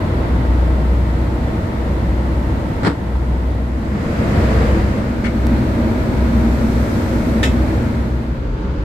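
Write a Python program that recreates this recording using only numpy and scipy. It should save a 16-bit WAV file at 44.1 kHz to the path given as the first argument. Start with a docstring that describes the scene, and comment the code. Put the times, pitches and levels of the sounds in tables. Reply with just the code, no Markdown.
"""Deck of a ship, heard from four spots in turn, each fading into the next.
Two diesel engines hum near 62 Hz, two sine tones beating slowly over exhaust rumble of coloured noise.
Fans and pumps rush and hiss as coloured noise and whine as wavering tones.
At the steel lockers something knocks, a latch scrapes and a bolt clanks: contacts start clatter,
ringing modes and grit. One brief, dry click is a sudden jump in the signal that decays at once."""
import sys
import numpy as np
from scipy import signal
from scipy.fft import rfft, irfft, next_fast_len
from scipy.io import wavfile
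from scipy.ndimage import uniform_filter1d, minimum_filter1d

SR = 44100
rng = np.random.default_rng(int(sys.argv[2]) if len(sys.argv) > 2 else 0)


def inscribe(sig):
    """Save sig as 16-bit PCM at rate SR to the path in sys.argv[1].

    A 1-D sig is mono; a 2-D sig holds one channel per row.
    Samples are clipped to [-1, 1] before scaling.
    """
    pcm = np.round(np.clip(np.atleast_2d(sig).T, -1, 1) * 32767)
    wavfile.write(sys.argv[1], SR, pcm.astype(np.int16))


N = 389844

# listening spots: (exhaust rumble [dB], fan rush [dB], air hiss [dB], octave of the firing tone [dB])
SPOT_LEVELS = [(-20.5, -28.5, -51, -33.5), (-14.5, -22.5, -44.5, -34), (-17.5, -26.5, -47.5, -30),
               (-21, -31, -57.5, -36.5)]
# starts of the fades to the second, third and fourth spot: (time [s])
FADE_STARTS_S = [3.53, 4.65, 7.77]
# air hiss spectrum per spot: (frequency [Hz], relative density [dB per Hz])
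HISS_SPOT_1 = [(2940, -15), (5000, -1.5), (5870, -3), (7480, -3), (10500, -8), (11500, -6), (14000, -11),
               (14900, -14), (15500, -16)]
HISS_SPOT_2 = [(2940, -30), (5000, -2.5), (7370, -2.5), (9840, -10), (11800, -8.5), (14900, -16),
               (15500, -23)]
HISS_SPOT_3 = [(2940, -18), (5000, -0.5), (6310, -2), (6830, -4), (7410, -2.5), (10400, -9), (11700, -5.5),
               (14200, -11), (15500, -14)]
HISS_SPOT_4 = [(2940, -29), (5000, -10), (6010, -5), (6520, -8), (6960, -9), (10400, -19), (15500, -21)]
# fan rush spectrum per spot: (frequency [Hz], relative density [dB per Hz])
RUSH_SPOT_1 = [(240, -5.5), (400, -4), (459, 3.5), (515, 2), (617, 1.5), (715, -2.5), (821, -5),
               (912, -2.5), (1200, -11), (1310, -9.5), (1680, -14.5), (1950, -11.5), (2440, -19.5),
               (4310, -27), (5000, -33), (6500, -48), (11000, -120)]
RUSH_SPOT_2 = [(240, -47), (400, -14), (454, -1), (521, -4), (623, -6.5), (795, -13), (856, -13.5),
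               (2100, -19.5), (3140, -30), (5000, -35.5), (6500, -66), (11000, -120)]
RUSH_SPOT_3 = [(240, -35), (400, -5), (459, 0), (494, -0.5), (567, -0.5), (650, -2.5), (731, -9),
               (865, -7.5), (1150, -13.5), (1270, -11.5), (1760, -16), (2170, -16.5), (2860, -25.5),
               (4400, -28.5), (5000, -37.5), (6500, -61), (11000, -120)]
RUSH_SPOT_4 = [(240, -35), (400, -3), (521, -8.5), (762, -20), (865, -15.5), (1130, -19.5), (1380, -18.5),
               (1790, -24.5), (5000, -39.5), (6500, -69), (11000, -120)]
# fan and pump tones per spot: (frequency [Hz], level relative to the rush [dB])
WHINES_SPOT_1 = [(86, -7), (153, -11), (207, -12), (296, -12), (322, -10), (331, -14), (374, -17),
                 (465, -17), (559, -17.5), (587, -21), (635, -13.5), (893, -14), (1049, -24), (1100, -25),
                 (1270, -23), (1311, -25), (1588, -27), (1783, -26), (1902, -29), (3564, -36)]
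WHINES_SPOT_2 = [(330, -12), (447, -18), (505, -21), (560, -18), (632, -19), (678, -20), (878, -24),
                 (1270, -28)]
WHINES_SPOT_3 = [(88, -8), (107, -11), (204, -12), (230, -2), (246, -9), (318, -7), (374, -15), (465, -22),
                 (555, -18), (586, -16), (634, -14), (925, -20), (950, -21), (998, -24), (1663, -30),
                 (1900, -30), (3560, -37)]
WHINES_SPOT_4 = [(290, -7), (516, -12), (554, -12), (888, -16), (947, -20), (1329, -23), (3563, -34)]
# single pump tones that swell: (middle [s], half length [s], frequency [Hz], crest level [dB])
PUMP_SWELLS = [(1.29, 0.12, 322, -28), (3.6, 0.22, 247, -30), (4.7, 0.17, 330, -25.5),
               (4.62, 0.15, 445, -32), (7.72, 0.17, 320, -28.5)]
# exhaust rumble spectrum per spot: (frequency [Hz], relative density [dB per Hz])
RUMBLE_SPOT_1 = [(20, -19), (40, -5), (60, -2.5), (74, -4), (86, -0.5), (102, -3.5), (120, -6), (145, -6.5),
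                 (200, -8), (245, -6.5), (280, -13.5), (330, -10), (400, -19.5), (480, -32)]
RUMBLE_SPOT_2 = [(20, -7), (48, -4.5), (76, 1.5), (100, 2), (135, -2.5), (165, -4.5), (212, 2.5),
                 (240, -1.5), (280, -5), (330, -7.5), (385, -9.5), (480, -52)]
RUMBLE_SPOT_3 = [(20, -9), (35, -16.5), (60, -1), (75, -7), (90, -1), (112, -3.5), (150, -11), (190, -7.5),
                 (230, 0.5), (280, -8), (325, -9), (400, -15.5), (480, -50)]
RUMBLE_SPOT_4 = [(20, -20), (40, -1), (50, 6), (74, -14), (84, -1.5), (98, -14), (130, -7), (180, -9),
                 (240, -15.5), (310, -10.5), (400, -29), (480, -44)]
# machinery level changes as each door swings:
# (middle [s], half length [s], rumble [dB], rush [dB], hiss [dB])
DOOR_SURGES = [(0.22, 0.49, 2, 2, 0), (4.55, 0.28, -2.1, 0.4, 0), (6.94, 0.57, 0, 0.3, 4)]
# engines drifting into step: (start [s], rise [s], crest level [dB])
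HUM_SWELLS = [(0.08, 0.61, -13.5), (1.66, 0.63, -18), (2.86, 0.48, -18), (4.1, 0.63, -15.5),
              (5.0, 0.48, -18.5), (6.0, 0.39, -16.5), (7.08, 0.41, -19), (7.9, 0.23, -20), (8.52, 0.2, -25)]
# stereo width: (frequency [Hz], side to mid [dB])
SIDE_TO_MID = [(60, -18.5), (130, -20), (290, -12.5), (600, -5.5), (900, -0.5), (1400, 2), (2500, -1),
               (5000, 0.5), (15000, 0)]
# stereo balance: (frequency [Hz], left to right [dB])
LEFT_TO_RIGHT = [(100, 0.1), (600, 0.5), (1300, 2), (2100, 1), (3200, -2), (4200, -5), (6000, -3),
                 (12000, -0.5)]
# contacts of steel parts: (time [s], relative strength [dB], extra treble of a hard contact [dB])
KNOCK_CONTACTS = [(2.823, -22, -12), (2.832, -23.5, 1), (2.848, -15.5, 3), (2.856, -16.5, -1),
                  (2.867, -15, -5), (2.873, -17.5, -11), (2.896, -26, -5)]
LATCH_CONTACTS = [(5.241, -32, 1), (5.246, -30.5, -2), (5.254, -28.5, 1), (5.265, -31.5, -2),
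                  (5.279, -38, -5)]
BOLT_CONTACTS = [(7.4295, -21.5, 3), (7.435, -20, -3), (7.444, -30, 4)]
KEEPER_CONTACTS = [(7.447, -33, 0), (7.459, -30, 0), (7.467, -34, 0), (7.481, -39, 0)]
# strong modes of each part: (frequency [Hz], relative level [dB], t60 [s])
KNOCK_RING = [(109, -2, 0.21), (186, -4, 0.17), (282, 3, 0.21), (465, -7, 0.2), (673, -6, 0.16),
              (935, -12, .18), (1440, -7, 0.12), (1870, -12, 0.16)]
LATCH_RING = [(1300, -12, .07), (1787, -7, 0.1), (2040, -3, 0.1), (2170, 0, 0.12), (2270, -5, .09),
              (3020, -10, 0.075), (3400, -13, .06), (4400, -13, .06)]
BOLT_RING = [(1275, -10, .2), (1812, 0.5, .11), (2020, -14, .13), (2560, -14, .08), (2900, -14, .09),
             (3060, -13, .09), (3180, -11, .12), (3410, -15, .11), (3705, -9, .13), (3840, -17, .1),
             (4800, -18, .13), (5000, -21, .13), (5230, -17, .13), (5530, -17, .13), (6607, -18, .12),
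             (6860, -22, .13), (7150, -19, .13), (7947, -22, .13), (8480, -22, .1)]
KEEPER_RING = [(1370, -5, .18), (2083, -8, .25), (2430, -10, .15), (2593, 3, .19), (3320, -3, .15),
               (3868, -9, .2), (5112, -10, .16), (5605, -15, .18), (6750, -17, .17)]
# dense clatter around the modes: (frequency [Hz], relative density [dB per Hz])
KNOCK_DENSE = [(40, -12), (120, 9), (300, -0.5), (700, -5), (1000, -10.5), (1700, -11), (2600, -24),
               (4400, -23), (5500, -28.5), (6300, -45), (7300, -30), (9200, -38), (15000, -58)]
LATCH_DENSE = [(300, -20), (1200, -1), (2200, 0), (3200, -8), (4500, -13), (6000, -17), (9000, -23),
               (15000, -50)]
BOLT_DENSE = [(300, -8), (1000, -4), (2000, 6), (2400, -1), (3700, 4), (4400, -16), (5200, -4), (5950, -10),
              (6700, -4), (8200, -7), (9200, -21), (10200, -11), (13500, -21), (16000, -30)]

TIME = np.arange(N) / SR
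SIZE = next_fast_len(N, True)
HZ = np.maximum(np.fft.rfftfreq(SIZE, 1 / SR), 1)
FADE_S, FADE_POWER = 0.85, 1.135
# first-spot rumble, rush, hiss and octave drop at the knock and return slowly
DIP_FALL_S, DIP_DB, DIP_RECOVERY_S = 0.071, -3, 3.0
AUXILIARY_HZ, AUXILIARY_DB = 68.8, -31
FIRING_HZ, SECOND_ENGINE_DB = 61.5, -2.5
OCTAVE_SWELL_S, OCTAVE_SWELL_HALF_S, OCTAVE_SWELL_DB = 8.14, 0.61, 4
CONTACT_RISE_S, GRAIN_HZ, CHATTER_HZ = 0.001, 140, 45
GRIT_SNAPS_PER_S = 700
RING_WIDTH = 0.85  # share of the deck's stereo width
CLICK_S, CLICK_JUMP_DB, CLICK_SNAP_HZ = 5.4689, -16, 4000
STOPBAND_HZ = 16000


def from_db(db):
    """Decibels to gain."""
    return 10 ** (np.asarray(db) / 20)


def rms_one(x):
    """Scale to unit rms."""
    return x / np.sqrt(np.mean(x ** 2) + 1e-20)


def gain_at(points, hz):
    """Gain of a (frequency [Hz], level [dB]) table on a log-frequency axis."""
    table_hz, db = np.transpose(points)
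    return from_db(np.interp(np.log(hz), np.log(table_hz), db))


def drift(rate_hz, t=TIME):
    """Low-passed chance of rms 1, made at SR / 100 and read at the times t."""
    pole = np.exp(-200 * np.pi * rate_hz / SR)
    noise = rng.standard_normal(N // 100 + 2002)
    slow = signal.lfilter([1], [1, -2 * pole, pole * pole], noise)[2000:]  # settled part
    return np.interp(t * SR / 100, np.arange(len(slow)), rms_one(slow))


def bump(middle_s, half_s):
    """Bell curve of height 1."""
    return np.exp(-((TIME - middle_s) / half_s) ** 2)


def panned(x, pan_db):
    """Lean a sound to the left by pan_db."""
    return x * from_db([[pan_db / 2], [-pan_db / 2]])


def stereo_noise(spectrum, width, lean):
    """Coloured noise of rms 1 with skirts beyond its table; the ears share mostly the bass."""
    low_skirt = np.minimum(HZ / spectrum[0][0], 1) ** 2
    high_skirt = np.minimum(spectrum[-1][0] / HZ, 1) ** 10
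    white = rfft(rng.standard_normal((2, SIZE), dtype=np.float32))
    mid, side = white * gain_at(spectrum, HZ) * low_skirt * high_skirt
    left, right = (mid + width * side) * lean, (mid - width * side) / lean
    return rms_one(irfft([left, right], SIZE)[:, :N])


def wavering_tone(hz, rate_hz, scatter, t=TIME):
    """Steady tone plus its shifting reflections off the steelwork; rms 1."""
    phase = (2 * np.pi * ((hz * t + rng.random()) % 1)).astype(np.float32)
    in_phase = (1 + scatter * drift(rate_hz, t)) * np.sin(phase)
    return rms_one(in_phase + scatter * drift(rate_hz, t) * np.cos(phase))


def spot_fades():
    """Gain of each spot: it fades in while the one before fades out."""
    arrived = [np.clip((TIME - s) / FADE_S, 0, 1) for s in FADE_STARTS_S]
    arrived = [np.ones(N)] + arrived + [np.zeros(N)]
    return np.array([(this * (1 - following)) ** FADE_POWER for this, following in zip(arrived, arrived[1:])])


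def knock_dip():
    """Gain that drops quickly from the first knock contact and returns slowly."""
    age = np.maximum(TIME - KNOCK_CONTACTS[0][0], 0)
    return from_db(DIP_DB * np.minimum(age / DIP_FALL_S, 1) * np.exp(-age / DIP_RECOVERY_S))


def deck_noise(spectra, gains, field):
    """Broadband machine noise with its own colour and gain at each spot."""
    return sum(gain * stereo_noise(spectrum, *field) for gain, spectrum in zip(gains, spectra))


def air_hiss(gains, surge_db, field):
    """High turbulent noise of the ventilation air."""
    spectra = [HISS_SPOT_1, HISS_SPOT_2, HISS_SPOT_3, HISS_SPOT_4]
    return from_db(surge_db) * deck_noise(spectra, gains, field)


def fan_whines(gains, rate_hz, scatter):
    """Blade tones of each spot; the ears differ least in the bass."""
    out = np.zeros((2, N))
    for gain, whines in zip(gains, [WHINES_SPOT_1, WHINES_SPOT_2, WHINES_SPOT_3, WHINES_SPOT_4]):
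        heard = gain > 0
        for hz, db in whines:
            mid = wavering_tone(hz, rate_hz, scatter, TIME[heard])
            side = wavering_tone(hz, rate_hz, 2 * scatter, TIME[heard]) * gain_at(SIDE_TO_MID, hz)
            out[:, heard] += gain[heard] * from_db(db) * rms_one(np.array([mid + side, mid - side]))
    return out


def fan_rush(gains, surge_db, field):
    """Fan noise and blade tones, wavering together in the breeze on deck."""
    breeze_db = 0.26 * drift(5.2)
    spectra = [RUSH_SPOT_1, RUSH_SPOT_2, RUSH_SPOT_3, RUSH_SPOT_4]
    fans = deck_noise(spectra, gains, field) + fan_whines(gains, rate_hz=2.23, scatter=0.42)
    return from_db(surge_db + breeze_db) * fans


def pump_tones(rate_hz, scatter):
    """Single pump tones that swell out of the rush and sink back."""
    return sum(from_db(db) * bump(s, half_s) * wavering_tone(hz, rate_hz, scatter)
               for s, half_s, hz, db in PUMP_SWELLS)


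def auxiliary_hum():
    """Weaker, faster machine whose tone beats with the engines and makes the hum flutter."""
    return from_db(AUXILIARY_DB) * wavering_tone(AUXILIARY_HZ, rate_hz=1.8, scatter=0.37)


def exhaust_rumble(firing, gains, surge_db, field):
    """Low exhaust noise, leaving in one puff per firing."""
    puffs = 1 + 0.047 * np.cos(firing)
    spectra = [RUMBLE_SPOT_1, RUMBLE_SPOT_2, RUMBLE_SPOT_3, RUMBLE_SPOT_4]
    return from_db(surge_db) * puffs * deck_noise(spectra, gains, field)


def engine_octave(firing, level, shake_db):
    """Second harmonic of the firing tone, swelling late."""
    swell_db = OCTAVE_SWELL_DB * bump(OCTAVE_SWELL_S, OCTAVE_SWELL_HALF_S)
    return np.sqrt(2) * level * from_db(swell_db + shake_db * drift(4.5)) * np.sin(2 * firing)


def engine_hum(firing, shake_db, pan_db):
    """Two firing tones beat, the second gaining one cycle per swell; uneven combustion shakes the sum."""
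    start, rise, crest_db = np.transpose(HUM_SWELLS)
    moments = np.sort(np.r_[start, start + rise])
    lead = np.pi * np.interp(TIME, moments, np.arange(len(moments)))  # half a cycle from trough to crest
    second = from_db(SECOND_ENGINE_DB)
    pair = (np.sin(firing) - second * np.sin(firing + lead)) / (1 + second)
    level_db = np.interp(TIME, start + rise, crest_db) + shake_db * drift(13.0)
    return panned(np.sqrt(2) * from_db(level_db) * pair, pan_db)


def dry_click(decay_s, snap_s):
    """A sudden jump in the signal that decays at once, with a bright snap on its edge."""
    age = np.maximum(TIME - CLICK_S, 0)
    snap = np.exp(-age / snap_s) * np.cos(2 * np.pi * CLICK_SNAP_HZ * age)
    return from_db(CLICK_JUMP_DB) * (age > 0) * (np.exp(-age / decay_s) + snap / 2)


def after(start_s):
    """The half second in which a blow dies away."""
    return slice(int(start_s * SR), int(start_s * SR) + SR // 2)


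def dying(starts, db, t60, t):
    """Envelope of overlapping decays whose energies add; each builds up over CONTACT_RISE_S."""
    age = np.maximum(t - starts[:, None], 0)
    decays = from_db(db[:, None] - 60 * age / t60) * np.minimum(age / CONTACT_RISE_S, 1)
    return np.linalg.norm(decays, axis=0)


def clatter(contacts, spectrum, field, level_db, t60, treble_t60, treble_hz, grain_db):
    """Contacts excite dense modes, body and treble decaying separately; grinding faces make it grainy."""
    starts, db, hard_db = np.transpose(contacts)
    out, span = np.zeros((2, N)), after(starts[0])
    t = TIME[span]
    dense = stereo_noise(spectrum, *field)[:, span]
    body = signal.sosfiltfilt(signal.butter(2, treble_hz, fs=SR, output="sos"), dense)
    treble = dense - body
    grain = rms_one(from_db(grain_db * drift(GRAIN_HZ, t)))
    body_decay = dying(starts, db, t60, t)
    treble_decay = dying(starts, db + hard_db, treble_t60, t)
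    out[:, span] = grain * (body_decay * body + treble_decay * treble)
    return from_db(level_db) * out


def ringing(contacts, modes, ring_db, rough):
    """Strong modes ring on, out of step between the ears; a loose part chatters and roughens them."""
    starts, db, _ = np.transpose(contacts)
    out, span = np.zeros((2, N)), after(starts[0])
    t = TIME[span]
    for hz, mode_db, t60 in modes:
        mid, side = (wavering_tone(hz, CHATTER_HZ, rough, t) for _ in range(2))
        side = side * gain_at(SIDE_TO_MID, hz) * RING_WIDTH
        ears = np.array([rms_one(mid + side), rms_one(mid - side)])
        out[:, span] += dying(starts, db + mode_db + ring_db, t60, t) * ears
    return out


def grit(contacts, low_hz, high_hz, level_db, t60):
    """Rust and paint crunch between steel faces: tiny separate snaps that die away after each contact."""
    starts, db, _ = np.transpose(contacts)
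    out, span = np.zeros((2, N)), after(starts[0])
    t = TIME[span]
    struck = rng.random(len(t)) < GRIT_SNAPS_PER_S / SR
    snaps = struck * rng.choice([-1, 1], len(t)) * rng.uniform(0, 1, (2, len(t)))
    band = signal.butter(2, [low_hz, high_hz], "band", fs=SR, output="sos")
    crunch = signal.sosfilt(band, snaps + 1e-18)
    out[:, span] = dying(starts, db + level_db, t60, t) * rms_one(crunch)
    return out


def latch_scrape(field):
    """Light contacts rattle a latch and its high modes."""
    latch = clatter(LATCH_CONTACTS, LATCH_DENSE, field, level_db=0.6, t60=0.14,
                    treble_t60=0.12, treble_hz=5000, grain_db=1.5)
    latch += ringing(LATCH_CONTACTS, LATCH_RING, ring_db=-2, rough=0.5)
    return panned(latch, 6.5)


def bolt_clank(field):
    """A bolt shoots home and sets its keeper ringing."""
    bolt = clatter(BOLT_CONTACTS, BOLT_DENSE, field, level_db=-2, t60=0.22,
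                   treble_t60=0.17, treble_hz=7000, grain_db=1.3)
    bolt += ringing(BOLT_CONTACTS, BOLT_RING, ring_db=-1.3, rough=0.4)
    bolt += ringing(KEEPER_CONTACTS, KEEPER_RING, ring_db=-4.8, rough=0.3)
    bolt += grit(BOLT_CONTACTS, low_hz=1900, high_hz=3800, level_db=-6, t60=0.11)
    return panned(bolt, 1.5)


def locker_knock(field):
    """A heavy, grinding knock with low modes and grit."""
    knock = clatter(KNOCK_CONTACTS, KNOCK_DENSE, field, level_db=0.6, t60=0.2,
                    treble_t60=0.2, treble_hz=900, grain_db=2.0)
    knock += ringing(KNOCK_CONTACTS, KNOCK_RING, ring_db=-5.5, rough=0.45)
    knock += grit(KNOCK_CONTACTS, low_hz=600, high_hz=1800, level_db=-10, t60=0.17)
    return panned(knock, 1.0)


def scene():
    """Engines and fans all around, small steel sounds close by."""
    field = gain_at(SIDE_TO_MID, HZ), np.sqrt(gain_at(LEFT_TO_RIGHT, HZ))
    fades = spot_fades()
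    fades[0] *= knock_dip()
    rumble_gains, rush_gains, hiss_gains, octave_gains = [
        from_db(column)[:, None] * fades for column in np.transpose(SPOT_LEVELS)]
    rumble_db, rush_db, hiss_db = sum(
        np.outer(surge_db, bump(s, half_s)) for s, half_s, *surge_db in DOOR_SURGES)
    firing = 2 * np.pi * np.cumsum(FIRING_HZ + 0.11 * drift(1.17)) / SR  # phase [rad]
    air = air_hiss(hiss_gains, hiss_db, field) + fan_rush(rush_gains, rush_db, field)
    pumps = pump_tones(rate_hz=9, scatter=0.4)
    engines = auxiliary_hum() + exhaust_rumble(firing, rumble_gains, rumble_db, field)
    engines += engine_octave(firing, octave_gains.sum(axis=0), shake_db=1.0)
    engines += engine_hum(firing, shake_db=0.9, pan_db=1.0)
    click = dry_click(decay_s=0.00049, snap_s=0.00015)
    lockers = latch_scrape(field) + bolt_clank(field) + locker_knock(field)
    return air + pumps + engines + click + lockers


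def record(dry):
    """A limiter holds peaks down, the top is cut steeply and the ends are eased."""
    window = SR // 100
    room = np.minimum(1, 0.9 / (np.abs(dry).max(axis=0) + 1e-9))
    gain = uniform_filter1d(minimum_filter1d(room, window), window)
    ends = np.minimum(1, np.minimum(TIME, TIME[-1] - TIME) / 0.004)
    top_cut = signal.cheby2(18, 60, STOPBAND_HZ, fs=SR, output="sos")
    return signal.sosfilt(top_cut, dry * gain) * ends


dry = scene()
out = record(dry)
inscribe(out)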